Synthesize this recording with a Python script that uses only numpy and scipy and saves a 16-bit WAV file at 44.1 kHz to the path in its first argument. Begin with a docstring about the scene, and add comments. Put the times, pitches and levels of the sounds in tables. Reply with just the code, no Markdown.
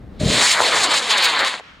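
"""A low breeze on the microphone and a faint igniter hiss, then a small rocket lights on its pad in an
open field with a few low puffs and a hollow note. Its jet roars and crackles, swelling and fading in the
turbulent air, until it burns out. As it climbs away, the echo off the ground arrives ever later and
sweeps the roar downward. The field answers and lingers. Heard on a closely spaced microphone pair,
which overloads with a thin fizz."""
import sys
import numpy as np
from scipy import signal
from scipy.fft import rfft, irfft, next_fast_len
from scipy.io import wavfile
from scipy.ndimage import uniform_filter1d, map_coordinates

SR = 44100
rng = np.random.default_rng(int(sys.argv[2]) if len(sys.argv) > 2 else 0)


def dump_mix(stems):
    """Bounce the given channels to the path in sys.argv[1] as a 16-bit WAV at rate SR."""
    frames = np.atleast_2d(stems).T  # one column per channel
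    limited = np.clip(frames, -1, 1)  # hard clip at full scale
    pcm = np.round(limited * 32767).astype(np.int16)
    wavfile.write(sys.argv[1], SR, pcm)


N = 79380
T = np.arange(N) / SR
LIGHT_S, BURNOUT_S, GATE_S = 0.1855, 1.613, 0.015
GROWL_START = (0.26, -55)  # seconds, dB

# The jet's lowest band. Each row: time in seconds, level in dB.
JET_GROWL = [(0.42, -25.5), (0.448, -36.5), (0.528, -35.5), (0.594, -28), (0.604, -23.5), (0.66, -27),
             (0.69, -25.5), (0.72, -29), (0.76, -26), (0.816, -33), (0.83, -27), (1.038, -35.5),
             (1.182, -32), (1.386, -34), (1.42, -26), (1.522, -45.5), (1.542, -36.5), (1.582, -49),
             (1.6, -41), (1.61, -44)]
# The jet's other three bands. Each row: time in seconds, then roar, hiss and treble levels in dB.
JET_LEVELS = [(0.19, -55, -46, -61), (0.2, -42.5, -38, -41.5), (0.3, -30, -22, -25.5),
              (0.394, -20, -17, -22.5), (0.442, -19.5, -20, -17.5), (0.47, -21, -19.5, -19.5),
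              (0.526, -23.5, -17.5, -18), (0.548, -21.5, -21.5, -27), (0.584, -18.5, -29, -32.5),
              (0.616, -21, -23, -24), (0.656, -21, -18.5, -27.5), (0.688, -26, -21, -26.5),
              (0.734, -19, -23, -30.5), (0.75, -19, -22, -24), (0.814, -23.5, -22, -24.5),
              (0.842, -19.5, -18, -17.5), (0.878, -25, -25, -37.5), (0.904, -24, -23, -28.5),
              (0.916, -20, -20, -24.5), (0.932, -23, -19, -33), (0.944, -18.5, -23, -19.5),
              (0.952, -22.5, -17.5, -26), (0.984, -26, -19, -20.5), (1.016, -27, -32.5, -37),
              (1.024, -30.5, -26, -32), (1.09, -27, -26.5, -33), (1.11, -21.5, -15.5, -21),
              (1.142, -21.5, -18, -33), (1.166, -19.5, -23, -36), (1.182, -24, -19.5, -23),
              (1.198, -23, -20.5, -35.5), (1.25, -20, -14, -20), (1.276, -18.5, -18, -32.5),
              (1.304, -23.5, -21.5, -31), (1.372, -21, -24, -41), (1.396, -21.5, -21, -30),
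              (1.428, -18.5, -26, -41.5), (1.454, -21.5, -20.5, -33), (1.478, -23.5, -23.5, -29.5),
              (1.522, -32.5, -30.5, -41.5), (1.538, -28, -31.5, -38), (1.586, -41, -37, -49.5),
              (1.598, -39, -44.5, -47), (1.61, -49, -51, -60)]
# Thin high fizz of the microphone overloading, flaring when the roar is loudest.
# Each row: time in seconds, level in dB.
OVERLOAD_FIZZ = [(.19, -78), (.205, -66), (.33, -49), (.45, -55), (.49, -53), (.52, -43), (.57, -54),
                 (.64, -48), (.7, -54.5), (.76, -51.5), (.845, -50), (.88, -59), (.96, -48), (1.035, -66),
                 (1.12, -54), (1.16, -61), (1.18, -47), (1.21, -58), (1.245, -31.5), (1.28, -52),
                 (1.38, -65), (1.404, -48), (1.435, -65.5), (1.47, -51.5), (1.54, -72), (1.61, -90)]
# The borders between growl, roar, hiss, treble and fizz, in Hz.
CROSSOVERS_HZ = [780, 2300, 4800, 11800]
# Jet spectrum before each band is levelled. 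Each row: frequency in Hz, relative level in dB.
JET_SPECTRUM = [(60, -32), (150, -25.5), (250, -13.5), (380, -11.5), (500, -4), (700, -4.5), (950, 0),
                (1180, -0.5), (1380, -3), (1800, 0), (2150, 1), (2700, -3.5), (3650, .5), (4250, 0.5),
                (5200, -11.5), (5900, -17), (6600, -11.5), (7400, -10.5), (8300, -16.5), (9400, -18.5),
                (12300, -35.5), (15500, -44)]
# Ground echo. Each row: time in seconds, lag in ms, gain (negative while the sound grazes the grass).
GROUND_ECHO = [(.2, 0.069, -0.47), (.45, 0.094, -0.31), (.53, 0.1, -0.91), (.565, 0.31, -0.3),
               (.61, 0.42, -0.53), (.68, 0.86, -0.55), (.74, 1.23, -0.56), (.81, 2.47, 0.75),
               (.92, 3.3, 0.29), (1.1, 4.4, 0.58), (1.33, 6.53, 0.78), (1.46, 7.63, 0.76),
               (1.61, 8.45, 0.64)]
# Single loud shocks. Each row: time in seconds, peak in dB before the low cut, half width in ms.
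LOUD_SHOCKS = [(.6048, 1.5, .2), (.6206, -10, .1), (.7468, -9, .12), (.7672, -9, .12), (.9417, -7, .15),
               (1.402, -13, .3), (1.4205, -9, .15), (1.449, -8, .035), (1.541, -10, .09),
               (1.5988, -23, .28), (1.608, -29, .3)]
# Ignition puffs. Each row: time in seconds, peak in dB, pitch in Hz.
IGNITION_PUFFS = [(0.2033, -21.5, 120), (0.216, -12.5, 166), (0.2363, -8.5, 125), (.263, -7, 123),
                  (0.2842, -13, 119), (0.2997, -20, 75)]
# Exhaust striking the pad. Each row: time in seconds, level in dB.
BLAST_LEVEL = [(.19, -70), (.215, -30), (.25, -28), (.29, -25.5), (.39, -27.5), (.45, -61), (.55, -69)]
# Resonances of that blast. Each row: centre in Hz, width in Hz, relative level in dB.
PAD_RESONANCES = [(578, 115, -0.5), (463, 110, -2), (317, 80, -12), (970, 60, -2)]
# Rumble of the plume. Each row: time in seconds, relative level in dB.
PLUME_LEVEL = [(.19, -35), (.228, -20), (.27, -16), (.304, -21.5), (.34, -24), (.376, -28), (.44, -38),
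               (.496, -46), (.61, -39.5), (.68, -44.5), (.79, -39.5), (.835, -38), (.87, -43.5),
               (1.05, -45.5), (1.14, -52), (1.37, -66), (1.405, -37.5), (1.45, -59), (1.61, -53)]
# Its spectrum. Each row: frequency in Hz, relative level in dB.
PLUME_SPECTRUM = [(25, -27), (65, -5), (190, -0.5), (280, 0.5), (420, -8.5), (900, -60)]
# Hiss of the igniter. Each row: time in seconds, level in dB.
IGNITER_LEVEL = [(.07, -88), (.13, -66.5), (.19, -56), (.23, -80)]
# What the field scatters back. Each row: frequency in Hz, relative level in dB.
FIELD_SPECTRUM = [(88, -29), (150, -10), (486, -15), (787, -12.5), (1050, -9), (1180, -7.5), (1730, -7.5),
                  (2600, -10.5), (3210, -13), (5840, -25.5), (15000, -57)]
# Wind at the microphone. Each row: time in seconds, level in dB.
BREEZE_LEVEL = [(0, -38.5), (.19, -37), (.4, -66.5), (1.6, -62), (1.8, -49.5)]
# Its spectrum. 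Each row: frequency in Hz, relative level in dB.
BREEZE_SPECTRUM = [(15, -26), (30, -8), (95, -6), (150, -12), (240, -12.5), (330, -19.5), (480, -23),
                   (600, -26.5), (900, -33), (2000, -38.5), (2800, -46), (4000, -48.5), (6000, -56.5),
                   (15000, -68)]
# Sound that differs between the two microphones. Each row: frequency in Hz, relative level in dB.
MIC_SIDE = [(60, -28.5), (500, -22), (1800, -20.5), (4000, -18), (8000, -33.5), (11000, -30), (13500, -7.5)]
# Balance of the pair. Each row: frequency in Hz, left over right in dB.
MIC_BALANCE = [(60, 1.8), (240, 2.2), (950, 1.35), (3770, 0.0), (15000, 0.0)]
# Phase across the pair. Each row: frequency in Hz, lead of the left in radians.
MIC_PHASE = [(0, 0), (520, 0.25), (2840, 0.0), (5340, 0.3), (7750, 0.018), (15500, 0.016)]


def jet():
    """Four bands of exhaust roar swell and fade as the air bends the sound; overload fizz sits on top."""
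    roar = ground_echo(coloured(spread(turbulence()), JET_SPECTRUM))
    levels_db = curves([GROWL_START, *JET_GROWL]) + curves(JET_LEVELS) + curves(OVERLOAD_FIZZ)
    edges = [1, *CROSSOVERS_HZ, SR]
    out = 0
    for db, low, high in zip(levels_db, edges, edges[1:]):
        band = filtered(roar, lambda hz: lowpass(hz, high, 20) - lowpass(hz, low, 20))
        out += amp(db) * steady(band, size=1100)
    flutter_db = 0.8 * wobble(90.2)
    return out * amp(flutter_db) * burning()


def turbulence(patchy_db=2, shocks_per_s=2200, shock_spread_db=2, shock_share=0.34):
    """Exhaust tearing into still air: patchy mixing noise with a hail of small, uneven shocks."""
    spectrum = signal.stft(rng.standard_normal(N), nperseg=256)[2]
    patches = uniform_filter1d(rng.standard_normal(spectrum.shape), size=6, axis=0)  # across pitch
    patches = unit(uniform_filter1d(patches, size=8, axis=1))  # across time
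    mixing = unit(signal.istft(spectrum * amp(patchy_db * patches), nperseg=256)[1][:N])
    sizes = amp(shock_spread_db * np.minimum(rng.exponential(size=N), 4))
    shocks = (rng.random(N) < shocks_per_s / SR) * sizes
    return np.sqrt(1 - shock_share) * mixing + np.sqrt(shock_share) * unit(shocks - shocks.mean())


def ground_echo(direct, grass_hz=2270):
    """The direct sound plus its ever later bounce off the ground; the grass swallows the echo's treble."""
    lag_ms, gain = curves(GROUND_ECHO)
    delayed_index = np.arange(N) - lag_ms * SR / 1000
    dull = filtered(direct, lambda hz: lowpass(hz, grass_hz, 2))
    return direct + gain * np.array([map_coordinates(channel, [delayed_index]) for channel in dull])


def cracks(low_cut_hz=370):
    """The strongest shocks reach the microphone as a dip and a steep swing up in pressure."""
    out = np.zeros(N)
    for time_s, db, half_width_ms in LOUD_SHOCKS:
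        u = (T - time_s) * 1000 / half_width_ms
        out += amp(db) * u * np.exp((1 - u * u) / 2)
    return filtered(out, lambda hz: 1 - lowpass(hz, low_cut_hz, 4))


def puffs():
    """The motor chuffs as it lights: single low pushes of gas."""
    out = np.zeros(N)
    for time_s, db, hz in IGNITION_PUFFS:
        u = (np.pi * hz * (T - time_s)) ** 2
        out += amp(db) * (2 * u - 1) * np.exp(-u)
    return out


def tube_note(start_s=0.203, rise_s=0.009, pitch_hz=612, peak_db=-19.5, t60_s=0.056):
    """The first pop rings the motor tube with a hollow note."""
    age = T - start_s
    fall_db = 60 * np.maximum(age - rise_s, 0) / t60_s
    return amp(peak_db - fall_db) * ramp(age / rise_s) * np.sin(2 * np.pi * pitch_hz * age)


def pad_blast():
    """The exhaust strikes the pad and sounds its resonances until the rocket is clear."""
    def pad(hz):
        modes = sum(amp(db) * 1j * hz * width / (centre ** 2 - hz ** 2 + 1j * hz * width)
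                    for centre, width, db in PAD_RESONANCES)
        return modes * lowpass(hz, 850, 8)
    return amp(curves(BLAST_LEVEL)[0]) * steady(filtered(noise(), pad), size=1200)


def plume_rumble(trim_db=-2, held_back_db=-5):
    """Low noise of the plume, held back while the motor still chuffs."""
    last_puff_s = IGNITION_PUFFS[-1][0]
    chuffing = ramp((last_puff_s - T) / GATE_S)
    level_db = curves(PLUME_LEVEL)[0] + trim_db + held_back_db * chuffing
    return amp(level_db) * steady(coloured(noise(), PLUME_SPECTRUM), size=1500) * burning()


def igniter(centre_hz=3440, half_width_hz=920):
    """The igniter spits on the pad: a faint hiss just before the motor catches."""
    hiss = filtered(noise(), lambda hz: 1 / (1 + ((hz - centre_hz) / half_width_hz) ** 2))
    return amp(curves(IGNITER_LEVEL)[0]) * unit(hiss)


def field(level_db=-42.5, build_s=0.5, fall_db_per_s=34.5):
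    """The roar scattered back from the field around us: a wide wash of noise that outlasts the burn."""
    fall_db = fall_db_per_s * np.maximum(T - BURNOUT_S, 0)
    waver_db = 0.87 * wobble(30.7)
    wash = coloured(noise(wider_db=17), FIELD_SPECTRUM)
    return amp(level_db - fall_db + waver_db) * ramp((T - LIGHT_S) / build_s) * wash


def breeze():
    """Low wind noise right at the microphone."""
    wind = coloured(noise(wider_db=12.5), BREEZE_SPECTRUM)
    return amp(curves(BREEZE_LEVEL)[0]) * steady(wind, size=2500)


def burning():
    """1 while the motor burns, with quick edges."""
    return ramp((T - LIGHT_S) / GATE_S) * ramp((BURNOUT_S - T) / GATE_S)


def spread(mid, wider_db=0):
    """Left and right: the same white sound with some unrelated noise between them."""
    side = filtered(rng.standard_normal(N), lambda hz: amp(along(MIC_SIDE, hz) + wider_db))
    return mid + side * np.array([[1], [-1]])


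def noise(wider_db=0):
    """White stereo noise."""
    return spread(rng.standard_normal(N), wider_db)


def steady(x, size):
    """Stereo noise held at rms 1 over stretches of size samples."""
    power = uniform_filter1d(uniform_filter1d(np.mean(x ** 2, axis=0), size), size)
    return x / np.sqrt(np.abs(power) + 1e-20)


def coloured(x, spectrum):
    """x shaped by (Hz, dB) rows, at rms 1."""
    return unit(filtered(x, lambda hz: amp(along(spectrum, hz))))


def filtered(x, response):
    """x through a complex response, given as a function of Hz."""
    size = next_fast_len(N + SR // 2)
    return irfft(rfft(x, size) * response(np.fft.rfftfreq(size, 1 / SR)), size)[..., :N]


def lowpass(hz, edge_hz, order):
    """Gain that falls from 1 to 0, passing one half at the edge."""
    return 1 / (1 + (hz / edge_hz) ** order)


def wobble(rate):
    """A smooth random curve, rate knots a second."""
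    return map_coordinates(rng.standard_normal(int(N * rate / SR) + 4), [T * rate])


def curves(rows):
    """One value per sample for each column after the time."""
    times, *columns = np.transpose(rows)
    return [np.interp(T, times, column) for column in columns]


def along(rows, hz):
    """(Hz, value) rows read off on a log frequency axis."""
    freqs, values = np.transpose(rows)
    return np.interp(np.log(hz + 1), np.log(freqs + 1), values)


def ramp(x):
    """x held between 0 and 1."""
    return np.clip(x, 0, 1)


def amp(db):
    """Decibels to gain."""
    return 10 ** (np.asarray(db) / 20)


def unit(x):
    """x scaled to rms 1."""
    return x / np.sqrt(np.mean(x ** 2) + 1e-20)


def scene():
    """The launch at the microphone pair, a little louder and earlier on the left."""
    rocket = igniter() + jet() + cracks() + puffs() + plume_rumble() + tube_note() + pad_blast()
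    sound = rocket + field() + breeze()
    half = np.array([[0.5], [-0.5]])
    balance = lambda hz: amp(half * along(MIC_BALANCE, hz))
    phase = lambda hz: np.exp(1j * half * along(MIC_PHASE, hz))
    return filtered(sound, lambda hz: balance(hz) * phase(hz))


def record(dry, treble_hz=1900, overload_db=-8, top_hz=15850):
    """The microphone overloads softly in the treble; the recorder stops at full scale and at top_hz."""
    treble = filtered(dry, lambda hz: 1 - lowpass(hz, treble_hz, 2))
    squashed = treble / (1 + np.abs(treble / amp(overload_db)) ** 6) ** (1 / 6)
    clipped = np.clip(dry - treble + squashed, -1, 1)
    return filtered(clipped, lambda hz: hz < top_hz)


dry = scene()
out = record(dry)
dump_mix(out)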